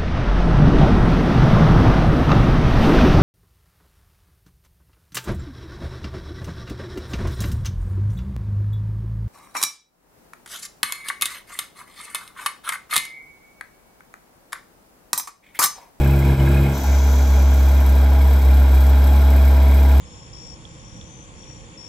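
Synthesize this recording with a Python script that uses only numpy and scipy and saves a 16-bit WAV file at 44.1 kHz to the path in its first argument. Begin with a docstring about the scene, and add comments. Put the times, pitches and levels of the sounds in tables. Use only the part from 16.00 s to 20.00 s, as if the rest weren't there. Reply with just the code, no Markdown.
"""A flat-six sports car idles in a quiet street, a few metres away. At first the exhaust flaps are open:
the firings boom, puffs of gas rasp in the pipes and loose metal rattles. Throughout, the engine
clatters, ticks and whines faintly, and now and then a weak firing makes it stumble.
At about 0.7 s the flaps shut with a fading hiss of air, leaving a deep, smooth boom.
Near the end the loose metal rattles again, more softly."""
import sys
import numpy as np
from scipy import signal
from scipy.fft import rfft, irfft
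from scipy.io import wavfile
from scipy.ndimage import uniform_filter1d

SR = 44100
rng = np.random.default_rng(int(sys.argv[2]) if len(sys.argv) > 2 else 0)


def dump_mix(stems):
    """Bounce the given channels to the path in sys.argv[1] as a 16-bit WAV at rate SR."""
    frames = np.atleast_2d(stems).T  # one column per channel
    limited = np.clip(frames, -1, 1)  # hard clip at full scale
    pcm = np.round(limited * 32767).astype(np.int16)
    wavfile.write(sys.argv[1], SR, pcm)


N = 176400
T = np.arange(N) / SR
HZ = np.fft.rfftfreq(N, 1 / SR)
PER_HZ = np.sqrt(SR / 2)  # brings unit white noise to unit power per hertz


def amp(db):
    """Amplitude ratio of a level in decibels."""
    return 10 ** (np.asarray(db) / 20)


def unit(x):
    """Normalisation to an RMS of one."""
    return x / np.sqrt(np.mean(x ** 2) + 1e-20)


def curve(points):
    """Linear interpolation over time."""
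    return np.interp(T, *np.transpose(points))


def spectrum(points):
    """Linear interpolation over log frequency."""
    hz, value = np.transpose(points)
    return np.interp(np.log(HZ + 1), np.log(hz), value)


def drift(rate_hz):
    """Random modulation: low-passed noise of unit RMS."""
    return unit(irfft(rfft(rng.standard_normal(N)) / (1 + (HZ / rate_hz) ** 4), N))


def ripple(depth_db=1.18, spacing_hz=109, above_hz=300):
    """Interference: reflections from the road and bodywork ripple the upper spectrum."""
    bins = int(spacing_hz * N / SR)
    bumps = unit(uniform_filter1d(uniform_filter1d(rng.standard_normal(len(HZ)), bins), bins))
    return amp(depth_db * bumps * HZ / (HZ + above_hz))


def radiate(drive, gain):
    """Partial coherence: two drives, direct and reflected, are filtered and mixed to left and right."""
    # Left channel relative to right: frequency_hz, lead_rad, coherence, lean_db
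    stereo_field = np.array([(150, 0, 1, 0), (400, .05, .99, .2), (600, .1, .98, 2.8), (1130, .12, .88, 4),
                             (1400, -.1, .91, 0), (1650, .7, .88, -1), (1870, 3.5, .6, .5),
                             (2150, 6.3, .9, -4), (2600, 8.1, .8, -1.5), (3050, 12.6, .2, .7),
                             (3350, 13.1, .65, 0), (3850, 12.6, .8, 1), (5100, 12.6, .58, 3),
                             (5800, 11.5, .62, 4.5), (6550, 12.5, .85, 0), (7300, 12, .25, 0),
                             (8500, 11, .62, .5), (9500, 9.4, .97, 0), (10700, 9.4, .97, 0),
                             (11300, 8.5, .75, 0), (12600, 6.3, .95, 0), (14100, 6.2, .96, 0),
                             (15300, 4, .6, 0)])
    lead, coherence, lean_db = (spectrum(stereo_field[:, [0, k]]) for k in (1, 2, 3))
    direct, echo = rfft(drive) * gain * ripple() * PER_HZ
    direct = direct * np.sqrt((1 + coherence) / 2)
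    echo = echo * np.sqrt((1 - coherence) / 2)
    tilt = amp(lean_db / 2) * np.exp(1j * lead / 2)
    mid_gain = np.sqrt(amp(lean_db) + amp(-lean_db) + 2 * coherence * np.cos(lead)) / 2
    return irfft(np.array([(direct + echo) * tilt, (direct - echo) / tilt]) / mid_gain, N)


def bursts(cycles, rise, decay, bed, scatter_db):
    """Pulse modulation: one swell of random strength a cycle over a steady bed; times are in cycles."""
    cycles = cycles - np.floor(cycles.min())
    age = cycles % 1
    strength = amp(scatter_db * np.minimum(rng.standard_normal(1000), 1.2))
    return unit(bed + strength[cycles.astype(int)] * (1 - np.exp(-age / rise)) * np.exp(-age / decay))


def turbulence(firings, repeat, cylinders=6):
    """Partly periodic noise: the share `repeat` of its power recurs in every engine cycle."""
    size = int(N * cylinders / firings[-1])
    pattern = rng.standard_normal((2, size))[:, (firings / cylinders % 1 * size).astype(int)]
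    return np.sqrt(repeat) * pattern + np.sqrt(1 - repeat) * rng.standard_normal((2, N))


def ping(age, hz, decay_s, rise_s=0.0011):
    """Damped vibration: one mode of a lightly struck piece of metal."""
    return (1 - np.exp(-age / rise_s)) * np.exp(-age / decay_s) * np.sin(2 * np.pi * hz * age)


def exhaust(firings, flap_open, dip_db, overtone_gain):
    """Periodic excitation: the firings make a boom and overtones, most of which the shut flaps muffle."""
    # Boom at the firing rate, before dips: time_s, level_db
    boom_levels = [(0, -15.5), (.6, -15), (.68, -20), (.76, -25.5), (.84, -21.5), (.89, -13.5), (1.2, -13),
                   (1.36, -12), (2.3, -11.5), (2.5, -10), (3.1, -11), (4, -10.5)]
    # Exhaust overtones, before overtone_gain: firing_multiple, open_db, shut_db
    partials = [(1.5, -41, -45), (2, -17, -54), (2.5, -39.5, -53), (3, -27.5, -35.5), (3.5, -33.5, -36.5),
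                (4, -35, -38), (4.5, -46, -50), (5, -28.5, -42.5), (6, -38, -50), (7, -39.5, -53),
                (9, -44, -58), (13, -52, -48)]
    wave = np.cos(2 * np.pi * firings) + amp(-24.5) * np.cos(2 * np.pi * 2 * firings)
    boom = amp(curve(boom_levels) - dip_db) * (1 + .035 * drift(rate_hz=15)) * wave
    overtones = np.zeros(N)
    waver = .08 * flap_open + .22 * (1 - flap_open)
    for multiple, open_db, shut_db in partials:
        pipe_lag = 0.0556 * (multiple - 1) ** 2  # higher notes lag in the pipes
        half_order_shift = .25 * (multiple % 1 > 0)  # a quarter turn keeps the drone free of flutter
        angle = 2 * np.pi * (multiple * firings - pipe_lag - half_order_shift)
        tone = (1 + waver * drift(rate_hz=11)) * np.cos(angle)
        tone += waver * drift(rate_hz=11) * np.sin(angle)
        overtones += (flap_open * amp(open_db) + (1 - flap_open) * amp(shut_db)) * tone
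    return -np.sqrt(2) * (boom + overtones * overtone_gain)


def rasp(firings, flap_open):
    """Turbulent flow: a puff of gas leaves the open pipes at each firing."""
    # Spectrum of the open pipes: frequency_hz, density_db
    colour = [(25, -68), (95, -50), (170, -56), (290, -57), (400, -59), (520, -68), (600, -61.5),
              (700, -72), (830, -64.5), (930, -85), (1120, -80), (1370, -69.5), (1510, -76), (1680, -65),
              (1860, -96), (2150, -65), (2260, -75), (2480, -65), (2610, -70), (2770, -88), (2990, -71),
              (3500, -100), (6800, -88), (7600, -85), (8600, -84), (10000, -110)]
    # Strength of the rasp: time_s, gain_db
    gains = [(0, 0), (.17, -3), (.3, 0), (.49, 1), (.6, -1.5), (.75, 1)]
    puffs = bursts(firings, rise=0.22, decay=0.5, bed=.4, scatter_db=-0.2)
    flow = turbulence(firings, repeat=0.08) * puffs * flap_open * amp(curve(gains))
    return radiate(flow, amp(spectrum(colour)))


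def clatter(firings):
    """Forced resonance: each firing shakes the engine and muffler and rings the pipes and panels."""
    # Broad spectrum of engine and muffler: frequency_hz, density_db
    colour = [(20, -67), (45, -64), (100, -56), (170, -67), (250, -58), (370, -65), (450, -60), (520, -63),
              (620, -62), (780, -60), (860, -67), (1080, -69.5), (1220, -72), (1430, -70), (1620, -68.5),
              (1740, -71), (1850, -79.5), (2080, -73), (2420, -76.5), (2800, -81.5), (3330, -77),
              (3600, -78), (3900, -77.5), (4450, -83.5), (5200, -85.5), (6200, -90), (8700, -102),
              (9500, -103), (15000, -148)]
    # Pipe and panel resonances: pitch_hz, width_hz, level_db
    modes = [(435, 46, -45), (575, 26, -44), (836, 41, -42.5), (867, 9.4, -52), (975, 45, -44.5),
             (1108, 28, -52.5), (1260, 37, -55.5), (1427, 75, -48.5), (1586, 31, -48), (2057, 23, -52.5),
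             (2210, 120, -53.5), (2386, 83, -51), (3320, 81, -56.5), (3840, 150, -56), (5190, 120, -55.5),
             (7600, 220, -61)]
    knocks = bursts(firings - .4, rise=0.084, decay=0.73, bed=1.0, scatter_db=2)
    mode_power = sum(amp(db) ** 2 / (np.pi * width / 4) / (1 + (2 * (HZ - hz) / width) ** 2) ** 2
                     for hz, width, db in modes)
    gain = np.sqrt(amp(spectrum(colour)) ** 2 + mode_power)
    return radiate(turbulence(firings, repeat=0.23) * knocks, gain)


def injectors(firings):
    """Pulsed noise: sharp ticks, probably injectors, on every second firing."""
    # Spectrum of the ticks: frequency_hz, density_db
    colour = [(2500, -100), (4000, -83), (6500, -90), (7500, -83.5), (8800, -84), (9500, -106),
              (10700, -106), (11300, -81), (12800, -77), (14500, -81.5), (15700, -87)]
    ticks = bursts((firings - 0.94) / 2, rise=0.145, decay=0.235, bed=0.46, scatter_db=5)
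    noise = rng.standard_normal((2, N))
    flicker_db = 1.2 * drift(rate_hz=780) + 0.9 * drift(rate_hz=4.7)
    return radiate(unit(noise * amp(flicker_db)) * ticks, amp(spectrum(colour)))


def whine(firings, multiple=9.5):
    """Rotational tone: a thin whine, perhaps a pump, locked to the engine speed."""
    # Strength of the whine: time_s, level_db
    levels = [(0, -47), (1, -44), (1.7, -41.5), (2.25, -41.5), (2.6, -44.5), (2.95, -41.5), (3.35, -36.5),
              (4, -37.5)]
    level_db = curve(levels) + 0.44 * drift(rate_hz=10)
    return np.sqrt(2) * amp(level_db) * np.sin(2 * np.pi * multiple * firings)


def chatter(taps_per_s=30, scatter_db=4):
    """Random impacts: light taps, perhaps from the valve gear, each ring one small part."""
    # Resonances of the small parts: pitch_hz, level_db
    modes = [(2065, -56.5), (2230, -53), (2390, -54), (3360, -57)]
    ringing = np.zeros((2, N))
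    for hz, db in modes:
        hits = rng.random((2, N)) < taps_per_s / SR
        taps = hits * amp(scatter_db * rng.uniform(-1, 1, (2, N)))
        response = ping(T[:SR // 20], hz, decay_s=.004)
        ringing += amp(db) * unit(signal.oaconvolve(taps, response[None])[:, :N])
    return radiate(ringing, 1 / PER_HZ)


def low_rumble():
    """Uncorrelated noise: a faint, wide, low rumble, independent in the two channels."""
    # Spectrum of the rumble: frequency_hz, density_db
    colour = [(20, -74), (45, -63), (100, -74), (250, -82), (600, -100)]
    gain = amp(spectrum(colour)) * PER_HZ * (HZ < colour[-1][0])
    return irfft(rfft(rng.standard_normal((2, N))) * gain, N)


def rattles():
    """Free vibration: loose metal in the exhaust pings, loudest while the flaps are open."""
    # Knocks of the loose metal: start_s, pitch_hz, gain_db
    knocks = [(.046, 2530, -25), (.061, 1610, -20.5), (.119, 2570, -29), (.136, 2300, -26),
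              (.224, 2160, -24), (.296, 1650, -24), (.397, 3000, -30), (.474, 1630, -20.5),
              (.545, 2490, -25.5), (.562, 1670, -24), (.574, 2550, -27.5), (.634, 2430, -30),
              (.664, 2160, -25), (3.29, 2400, -33), (3.333, 2070, -28), (3.381, 2370, -32),
              (3.578, 2390, -37), (3.696, 2220, -30), (3.733, 2380, -27), (3.858, 2050, -30),
              (3.912, 2400, -29)]
    return sum(amp(db) * ping(np.maximum(T - start, 0), hz, decay_s=0.0052) for start, hz, db in knocks)


def air_hiss():
    """Flow noise: air hisses as the flaps shut, probably through their actuator, and dies away."""
    # Spectrum of the hiss: frequency_hz, density_db
    colour = [(2000, -100), (3300, -85.5), (4500, -77), (5500, -76), (5900, -68), (6400, -72.5),
              (6950, -73), (7700, -83), (9000, -112), (10000, -115)]
    # Swell and fade of the hiss: time_s, gain_db
    gains = [(.67, -32), (.75, -5), (.86, -3.5), (1.15, -3.6), (1.5, -7), (1.8, -12.5), (2.2, -18)]
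    return radiate(rng.standard_normal((2, N)) * amp(curve(gains)), amp(spectrum(colour)))


def scene():
    """Superposition: the sounds timed by the firings add to the taps, rumble, rattles and hiss."""
    # Engine speed: time_s, firing_rate_hz
    speed = [(0.0, 68.62), (0.32, 68.08), (0.4, 66.56), (0.5, 68.72), (0.78, 68.83), (1.22, 68.28),
             (1.34, 67.43), (1.5, 68.4), (1.62, 67.35), (1.8, 68.61), (1.9, 67.21), (2.05, 68.34),
             (2.4, 68.43), (2.48, 66.44), (2.6, 68.42), (2.74, 66.39), (2.86, 68.02), (3.2, 68.8),
             (3.32, 68.56), (4.0, 68.52)]
    # Dips of the boom at weak firings: centre_s, depth_db, half_width_s
    stumbles = [(.21, 3, 0.024), (0.367, 16, 0.014), (1.27, 2.5, 0.015), (1.84, 1.3, 0.015),
                (2.41, 4, 0.018), (2.67, 1.5, .03), (3.19, 0, 0.025)]
    # How hard the engine sounds: time_s, gain_db
    effort = [(0, -2), (.9, -1.5), (1.5, -1.5), (2.5, -1), (2.9, -1), (3.2, -0.36), (4, -0.5)]
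    shut_s, travel_s = .73, .033
    firings = np.cumsum(curve(speed)) / SR
    pulses = firings - .8  # the boom and rasp trail the firing count by 0.8 of a firing
    flap_open = .5 - .5 * np.tanh((T - shut_s) / travel_s / 2)
    dip_db = sum(depth * np.exp(-((T - centre) / width) ** 2 / 2) for centre, depth, width in stumbles)
    effort_db = curve(effort)
    drone = exhaust(pulses, flap_open, dip_db, overtone_gain=amp(effort_db - 0.37 * dip_db))
    noises = rasp(pulses, flap_open) + clatter(firings) + injectors(firings)
    noises *= amp(effort_db - 0.23 * dip_db)
    return drone + noises + whine(firings) + chatter() + low_rumble() + rattles() + air_hiss()


def record(dry):
    """Band limiting: a steep low-pass filter removes the highest treble."""
    edge_hz = 15750
    taps = signal.firwin(511, edge_hz, window=("kaiser", 9), fs=SR)
    return signal.oaconvolve(dry, taps[None], "same")


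dry = scene()
out = record(dry)
dump_mix(out)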